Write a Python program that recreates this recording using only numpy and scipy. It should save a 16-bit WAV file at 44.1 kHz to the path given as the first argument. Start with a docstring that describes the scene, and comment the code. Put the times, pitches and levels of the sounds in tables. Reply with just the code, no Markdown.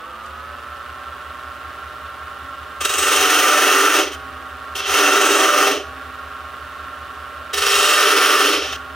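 """Turning wood on a lathe

A lathe comes up to speed in a workshop: its unbalanced drive hums, its bearings whine and rattle.
Three times a narrow steel tool is pushed into the spinning blank, ticking on the high side before it
bites fully; snapping fibres ring the wood and the steel. The spindle slows under load, overshoots and
settles after each cut, and an automatic gain control holds the cuts down."""
import sys
import numpy as np
from scipy import signal
from scipy.fft import rfft, irfft, next_fast_len
from scipy.io import wavfile
from scipy.ndimage import uniform_filter1d

SR = 44100
rng = np.random.default_rng(int(sys.argv[2]) if len(sys.argv) > 2 else 0)


def file_out(sig):
    """Save sig as 16-bit WAV at sys.argv[1]."""
    # one column per channel
    cols = np.atleast_2d(sig).T
    # limit, then scale
    lim = np.clip(cols, -1, 1)
    pcm = np.round(lim * 32767).astype(np.int16)
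    wavfile.write(sys.argv[1], SR, pcm)


N = 394694
T = np.arange(N) / SR
HZ = np.fft.rfftfreq(next_fast_len(N), 1 / SR)
RUN_SPEED, SAG, OVERSHOOT = 22.64, 1.1, 1.0  # turns per second

# Plunges of the tool. Each row: in seconds, the start, the lengths of entry, feed, hold and easing off,
# and the delays to lowest speed and keenest bite; in dB, force, boom, rasp and off-round swing.
PLUNGES = [(2.802, 0.014, .78, .335, .18, 0.75, 0.21, 0.5, -0.5, -0.55, 8.5),
           (4.85, .04, .225, .575, 0.1545, .5, 0.45, -1, 3, -1.5, -4),
           (7.529, 0.012, .62, .25, .24, .66, 0.32, 1.5, -1, -0.5, 6.5)]
# Stereo balance of the machine. Each row: frequency in Hz, left over right in dB.
MACHINE_BALANCE = [(60, 22), (150, -0.5), (380, -2), (950, -3.5), (2380, -1.5), (5980, -0.5), (15000, 0)]


def cut(row, groove, scrape, turns, rounding_s=0.15, flare_s=0.15, leave_s=0.044):
    """Amplitude modulation: the high side strikes the edge once a turn, less as the groove gets round."""
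    start, entry_s, feed_s, hold_s, ease_s, _, keen_s, force_db, boom_db, rasp_db, off_round_db = row
    since = np.maximum(T - start, 0)
    fresh = np.clip(1 - since / feed_s, 0, 1)
    depth = np.minimum(since / (feed_s + hold_s), 1)
    easing = np.clip((since - feed_s - hold_s) / ease_s, 0, 1)
    slack = easing ** 1.8
    lump_db = max(off_round_db, 0) * np.exp(-since / rounding_s)
    keen_db = 8 * np.exp(-((since - keen_s) / flare_s) ** 2) + lump_db - 19 * slack
    # A fresh cut is thin and raspy; as the tool eases off, the blank booms and the bevel rubs.
    boom_db = boom_db - 1.5 * fresh + 10.5 * easing
    rasp_db = rasp_db + 5 * fresh + 8 * easing
    # The lowest bending mode grows as the groove deepens and swings out when the tool lets go.
    bend_db = 5 * np.sin(np.pi * easing) - 6 * fresh - 3 * (1 - depth)
    sound = tool_grip(scrape, groove, (boom_db, rasp_db, keen_db, bend_db))
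    swing_db = 2.5 + lump_db + 0.5 * depth ** 2  # deep in the groove the tool binds
    leaving = np.clip((feed_s + hold_s + ease_s - since) / leave_s + 1, 0, 1)
    touching = np.clip(since / entry_s, 0, 1) * leaving
    push_db = force_db - 26 * fresh - 32 * slack
    return sound * touching * amp(push_db + swing_db * contact(turns, start) + 0.89 * wander(60))


def contact(turns, start):
    """Periodic forcing: within each turn the edge bites fast and lets go slowly."""
    phase = (turns - np.interp(start, T, turns)) % 1
    return np.interp(phase, [0, .13, .32, .68, 1], [-.55, .48, .25, -.5, -.55])


def fibres(turns, snaps_per_s=7000, chips_per_s=90):
    """Impulse excitation: snapping fibres and chips, over a steady rub, ring the blank and the tool."""
    # Spectrum of tearing wood. Each row: frequency in Hz, relative density in dB.
    tearing = [(110, -36), (200, -37.5), (280, -18.5), (500, -9.5), (900, -20), (1300, 2.5), (2100, -9),
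               (3000, -10), (4200, -18.5), (6300, -12), (7300, -25), (8800, -20), (12000, -22.5),
               (15600, -23.5)]
    # Resonances and notches of blank, tool and rest. Each row: centre and width in Hz, gain in dB.
    body_modes = [(296, 37, 16.5), (358, 14, -3.5), (398.5, 47, 10.5), (596.3, 18, 11), (648, 11, 4.5),
                  (709.5, 37, -8.5), (756.6, 65, 12.5), (819, 61, -12), (871, 130, 11), (1195, 14, 7.5),
                  (1234, 13, 7), (1640, 190, -6.5), (1790, 27, 8), (2090, 12, -18), (2330, 31, 2.5),
                  (2715, 77, 10), (3095, 57, 6), (3486, 200, 2), (3960, 300, 2.5), (8140, 164, 9)]
    # The blank's narrow singing modes. Each row: centre and width in Hz, gain in dB.
    singing_modes = [(393, 21.5, 7.5), (750, 65, 3.5), (2690, 64, 0)]
    snaps = (rng.random(N) < snaps_per_s / SR) * amp(3 * np.minimum(rng.exponential(1, N), 3))
    friction = evened(snaps * rng.choice([-1, 1], (2, N))) + rng.standard_normal((2, N))
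    chips = (rng.random(N) < chips_per_s / SR) * rng.uniform(-4, 4, (2, N))
    force = recurring_grain(friction, turns) + brightened(chips)
    gain_db = read(tearing, HZ) + bumps(HZ, body_modes) + bumps(HZ, singing_modes)
    return evened(colour(force, gain_db + 5.5 * crowded_modes()))


def recurring_grain(friction, turns, memory=.78, coarse_hz=1600, samples_per_turn=1900):
    """Quasi-periodicity: coarse grain returns each turn, a little changed, so its growl follows speed."""
    rings = friction[:, :N - N % samples_per_turn].reshape(2, -1, samples_per_turn)
    grain = signal.lfilter([np.sqrt(1 - memory ** 2)], [1, -memory], rings, axis=1).reshape(2, -1)
    passing = np.take(grain, (turns * samples_per_turn).astype(int), axis=1, mode="wrap")
    low, high = (signal.butter(1, coarse_hz, kind, fs=SR) for kind in ("lowpass", "highpass"))
    return signal.lfilter(*low, passing) + signal.lfilter(*high, friction)


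def tool_grip(scrape, groove, controls_db, boom_hz=850, rasp_hz=2200, dull_hz=7000):
    """Time-varying filtering: the tool's grip sets the boom, rasp, keenness and bending resonance."""
    # Modes of the lightly held tool. Each row: centre and width in Hz, share of the ring.
    tool_modes = [(2780, 47, 0.71), (3800, 80, 1), (6670, 97, 0.89), (7950, 1060, 1.0)]
    f, t, spectra = signal.stft(scrape, SR, nperseg=1024)
    boom_db, rasp_db, keen_db, bend_db = (np.interp(t, T, c + np.zeros(N)) for c in controls_db)
    f = f[:, None]
    gain_db = boom_db * (1 - above(f, boom_hz)) + rasp_db * above(f, rasp_hz)
    gain_db += bumps(f, groove) + bend_db * bump(f, hz=288, width=93)
    gain_db += np.maximum(keen_db, 0) * bumps(f, tool_modes)  # a keen bite rings the tool
    gain_db += np.minimum(keen_db, 0) * 0.77 * above(f, dull_hz)  # a rubbing bevel loses the top
    return signal.istft(spectra * amp(gain_db), SR, nperseg=1024)[1][:, :N]


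def touches(scrape, attack_s=0.0036, release_s=0.0074, boom_db=3.5, rasp_db=8.0, bend_db=-7):
    """Light sliding friction: the edge catches or skims the wood with a thin, raspy scrape."""
    # Brief contacts. Each row: start and length in seconds, force and keenness in dB.
    grazes = [(2.847, 0.0067, -28, 13), (4.117, 0.03, -38.5, 1.5), (4.751, 0.05, -29.5, -1),
              (4.802, 0.093, -31.5, -13), (8.62, 0.11, -32.5, -12.5), (8.722, 0.036, -34, -11)]
    # Colour of the barely loaded tool. Each row: centre and width in Hz, gain in dB.
    light_load = [(2780, 170, -3), (3200, 390, 5)]
    force, keen_db = np.zeros((2, N))
    for start, length, db, keenness_db in grazes:
        corners_s = np.cumsum([0, attack_s, length, release_s])
        force += amp(db) * np.interp(T - start, corners_s, [0, 1, 1, 0])
        keen_db[T >= start - attack_s] = keenness_db
    return force * tool_grip(scrape, light_load, (boom_db, rasp_db, keen_db, bend_db))


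def woodcutting(turns):
    """Superposition: cuts and touches sound in the room, with rumble below 120 Hz filtered out."""
    # Each groove's load on the tool, one list a cut. Each row: centre and width in Hz, gain in dB.
    grooves = [
        [(474, 76, 4), (4820, 3200, -1.5), (6300, 700, 1.5), (8500, 420, 2)],
        [(612.8, 68, 1), (3120, 450, 1), (4900, 610, 0), (6160, 870, 2), (12500, 4700, -0.5)],
        [(450.7, 57.8, 9), (3270, 634, 2), (5137, 2200, 4), (6220, 620, -5.5), (9900, 310, 6.5)],
    ]
    # Likeness of the two channels. Each row: frequency in Hz, coherence from 0 to 1.
    coherence = [(60, 1.0), (130, 0.99), (290, 0.99), (640, 1), (1410, 1), (3100, 1), (6820, 0.61),
                 (15000, 0.71)]
    # Stereo balance. Each row: frequency in Hz, left over right in dB.
    balance = [(60, -44), (130, 4), (290, -2.0), (640, -3), (1410, -1), (3100, -0.5), (6820, -0.5),
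               (15000, 0)]
    # Phase between the channels. Each row: frequency in Hz, lead of the left in radians.
    phase_lead = [(60, 0), (3000, 0.56), (6500, 0), (8400, 0.83), (12000, 1.5), (15500, 2)]
    scrape = fibres(turns)
    cuts = sum(cut(row, groove, scrape, turns) for row, groove in zip(PLUNGES, grooves))
    highpass = signal.butter(2, 120, "highpass", fs=SR, output="sos")
    filtered = signal.sosfilt(highpass, cuts + touches(scrape))
    return stereo(workshop(filtered), coherence, balance, read(phase_lead, HZ))


def spindle(start_lag=4.55, spin_up_s=.35, settle_s=.29):
    """Transient response in turns per second: the drive spins up, sags in each cut and overshoots."""
    speed = RUN_SPEED - start_lag * np.exp(-T / spin_up_s)
    for start, _, feed_s, hold_s, ease_s, slowest_s, *_ in PLUNGES:
        slowest, end = start + slowest_s, start + feed_s + hold_s + ease_s
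        dragged = np.sin(np.interp(T, [start, slowest], [0, np.pi / 2])) ** 2
        regained = np.interp(T, [slowest, end], [0, 1]) ** 2
        settling = np.exp(-np.maximum(T - end, 0) / settle_s)
        speed += ((SAG + OVERSHOOT) * regained - SAG * dragged) * settling
    return speed


def whine(speed, turns, flutter=0.34, slip_rad=0.48):
    """Random modulation: bearing tones flutter as the balls slip, and swell in the housing's band."""
    # Bearing and motor tones. Each row: multiple of the spindle speed, level in dB.
    orders = [(16.28, -66.5), (18.07, -58.5), (25.58, -55.5), (26.19, -66.5), (27.12, -53.5),
              (33.35, -55.5), (35.13, -66.5), (39.88, -59.5), (42.86, -57), (45.85, -59), (47.63, -45.5),
              (48.81, -47.5), (49.93, -51), (52.84, -54), (54.23, -46), (54.78, -51), (58.66, -53.5),
              (59.67, -41), (60.67, -44), (61.93, -50), (65.08, -46.5), (70.5, -49), (80.42, -54)]
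    out, usual = np.zeros((2, N)), np.median(speed)
    for order, db in orders:
        housing_db = 15 * (housing(order * speed) - housing(order * usual))
        angle = 2 * np.pi * (order * turns + rng.random()) + slip_rad * wander(9)
        tone = np.sin(angle) * (1 + flutter * wander(45)) + flutter * wander(45) * np.cos(angle)
        pan = amp(read(MACHINE_BALANCE, order * usual) * np.array([[.5], [-.5]]))
        out += pan * amp(db + housing_db + strain(order, speed)) * tone
    return np.sqrt(2) * out


def housing(f):
    """Radiation efficiency: the bearing housing favours a broad band with a steep lower edge."""
    return bump(f, hz=1300, width=600) / (1 + np.exp((1045 - f) / 22))


def rattle(speed, turns, level_db=-39, balls_per_turn=5.43):
    """Rolling noise rings the frame, pulsing as each ball passes, with a thin swish once a turn."""
    # Spectrum of the rattle and hiss. 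Each row: frequency in Hz, relative density in dB.
    spectrum = [(25, -21), (55, -25), (75, -31), (110, -2.5), (200, -8.5), (280, -4.5), (600, -0.5),
                (1000, -7), (1330, 1), (1750, 0.5), (2200, -7.5), (3100, -9), (6500, -20.5), (15500, -24)]
    # Resonances of headstock and bed. Each row: centre and width in Hz, gain in dB.
    frame_modes = [(271, 10, 9.5), (585, 18, 5), (790, 34, 7), (1120, 86, 13), (2820, 1000, 5.5),
                   (3700, 270, 3), (5270, 44, 8.5)]
    # Likeness of the two channels. Each row: frequency in Hz, coherence from 0 to 1.
    coherence = [(60, 1.0), (150, 0.53), (380, 0.22), (950, 0.82), (2380, 0.84), (5980, 0.64),
                 (15000, 0.03)]
    angle = 2 * np.pi * turns
    pulse_db = 0.74 * np.cos(angle) + 2 * np.cos(balls_per_turn * angle) + 0.5 * wander(500)
    rolling = rng.standard_normal((2, N)) * amp(pulse_db)
    swish = 0.44 * np.sin(angle / 2) ** 16 * brightened(rng.standard_normal((2, N)))
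    noise = stereo(rolling + swish, coherence, MACHINE_BALANCE)
    sound = colour(noise, read(spectrum, HZ) + bumps(HZ, frame_modes) + 3.5 * crowded_modes())
    return amp(level_db) * sound / np.std(sound.mean(0)) * speed / RUN_SPEED


def hum(speed, turns, gain_db=-1.5):
    """Forced vibration: unbalanced pulleys and belt shake the bench, more with speed and at resonance."""
    # Drive and belt tones. Each row: multiple of the spindle speed, relative level in dB.
    orders = [(2.832, -64), (3.064, -52.5), (3.296, -65), (3.529, -53), (3.76, -64), (4, -68), (4.944, -62),
              (5.427, -68), (7.539, -67), (10.85, -69), (11.31, -61), (11.9, -69), (14.28, -66)]
    # Low resonances of the bench. Each row: centre and width in Hz, gain in dB.
    bench_modes = [(74.3, 7, 13), (226, 32, 12)]
    out = np.zeros(N)
    for order, db in orders:
        gain = amp(db + bumps(order * speed, bench_modes) + strain(order, speed))
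        out += gain * np.sin(2 * np.pi * (order * turns + rng.random()))
    shake = (speed / np.median(speed)) ** 4
    return np.sqrt(2) * amp(gain_db) * shake * out


def strain(order, speed):
    """Saturating gain in dB: a motor tone swells while the drive pushes past its set speed."""
    # Bands that swell. Each row: centre and width in Hz, greatest gain in dB.
    bands = [(265, 21, 11), (410, 40, 6), (770, 48, 5.5)]
    excess = np.maximum(speed - RUN_SPEED, 0)
    return np.tanh(excess / 0.3) * bumps(order * (RUN_SPEED + OVERSHOOT / 2), bands)


def glove(at_s=.26, half_width_s=0.032, level_db=-53):
    """Friction noise: a glove brushes faintly as the hand comes up to the rest."""
    band = signal.butter(2, [3000, 9000], "bandpass", fs=SR, output="sos")
    brush = evened(signal.sosfilt(band, rng.standard_normal((2, N))))
    return amp(level_db + 3 * wander(200)) * brush * np.exp(-((T - at_s) / half_width_s) ** 2)


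def workshop(x, t60_s=0.27, wet_db=-13):
    """Reverberation: reflections from walls and bench add a short exponential tail."""
    t = np.arange(SR // 2) / SR
    tail = rng.standard_normal((2, len(t))) * amp(-60 * t / t60_s) * (t > .004)
    return x + amp(wet_db) * signal.fftconvolve(x, tail / np.linalg.norm(tail[0]), axes=1)[:, :N]


def stereo(pair, coherence, balance, lead_rad=0):
    """Partial coherence: two unrelated sounds blend into a left and a right channel."""
    size = 2 * (len(HZ) - 1)
    common, separate = rfft(pair, size)
    same = np.clip(read(coherence, HZ), 0, 1)
    tilt = amp(read(balance, HZ) / 2)
    right = (same * common + np.sqrt(1 - same ** 2) * separate) * np.exp(-1j * lead_rad)
    return irfft(np.array([common * tilt, right / tilt]), size)[:, :N]


def colour(x, db):
    """Minimum-phase filter with gain db over HZ: resonances ring after each blow."""
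    size = 2 * (len(HZ) - 1)
    log_gain = np.log(amp(np.concatenate([db, db[-2:0:-1]])))
    response = np.exp(np.conj(signal.hilbert(log_gain)))[:len(HZ)]
    return irfft(rfft(x, size) * response, size)[..., :N]


def crowded_modes(spacing_hz=45, from_hz=2200):
    """Modal overlap: close modes ripple the treble response at random, between -1 and 1."""
    knots = np.arange(0, SR / 2, spacing_hz)
    heights = rng.uniform(-1, 1, len(knots))
    return np.interp(HZ, knots, heights) * HZ ** 2 / (HZ ** 2 + from_hz ** 2)


def bump(f, hz, width):
    """Lorentzian resonance curve of height 1."""
    return 1 / (1 + (2 * (f - hz) / width) ** 2)


def bumps(f, modes):
    """Superposition of resonance curves."""
    return sum(height * bump(f, hz, width) for hz, width, height in modes)


def above(f, hz):
    """Smooth shelf: 0 below hz, 1 above."""
    return 1 - 1 / (1 + (f / hz) ** 8)


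def brightened(x):
    """Double differentiation tilts the spectrum up by 12 dB an octave."""
    return signal.lfilter([1, -2, 1], 1, x)


def read(points, hz):
    """Interpolation of a spectrum on a log-frequency axis."""
    f, value = np.transpose(points)
    return np.interp(np.log(hz + 1), np.log(f), value)


def wander(rate):
    """Random drift of rms 1 that changes about rate times a second."""
    knots = np.arange(0, T[-1] + 1, 1 / rate)
    return evened(np.interp(T, knots, rng.standard_normal(len(knots))))


def evened(x):
    """Normalisation to rms 1."""
    return x / np.sqrt(np.mean(x ** 2) + 1e-20)


def amp(db):
    """Decibels to amplitude ratio."""
    return 10 ** (np.asarray(db) / 20)


def scene():
    """Superposition: the cuts and the machine, all tied to one rotation, and the glove."""
    speed = spindle()
    turns = np.cumsum(speed) / SR
    return woodcutting(turns) + hum(speed, turns) + whine(speed, turns) + rattle(speed, turns) + glove()


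def record(dry, threshold_db=-13.5, squeeze=0.94, peak_fall_db_per_s=70, edge_hz=15850):
    """Compression: gain control ducks everything in a cut and recovers quickly; a low-pass follows."""
    power_db = 10 * np.log10(abs(uniform_filter1d((dry ** 2).mean(0), size=500)) + 1e-12)
    fall_db = peak_fall_db_per_s * T
    peak_db = np.maximum.accumulate(power_db + fall_db) - fall_db
    over_db = np.maximum(peak_db - threshold_db, 0)
    ducked = dry / amp(squeeze * uniform_filter1d(over_db, size=200))
    lowpass = signal.firwin(511, edge_hz, window=("kaiser", 9), fs=SR)
    return signal.oaconvolve(ducked, lowpass[None], "same")


dry = scene()
out = record(dry)
file_out(out)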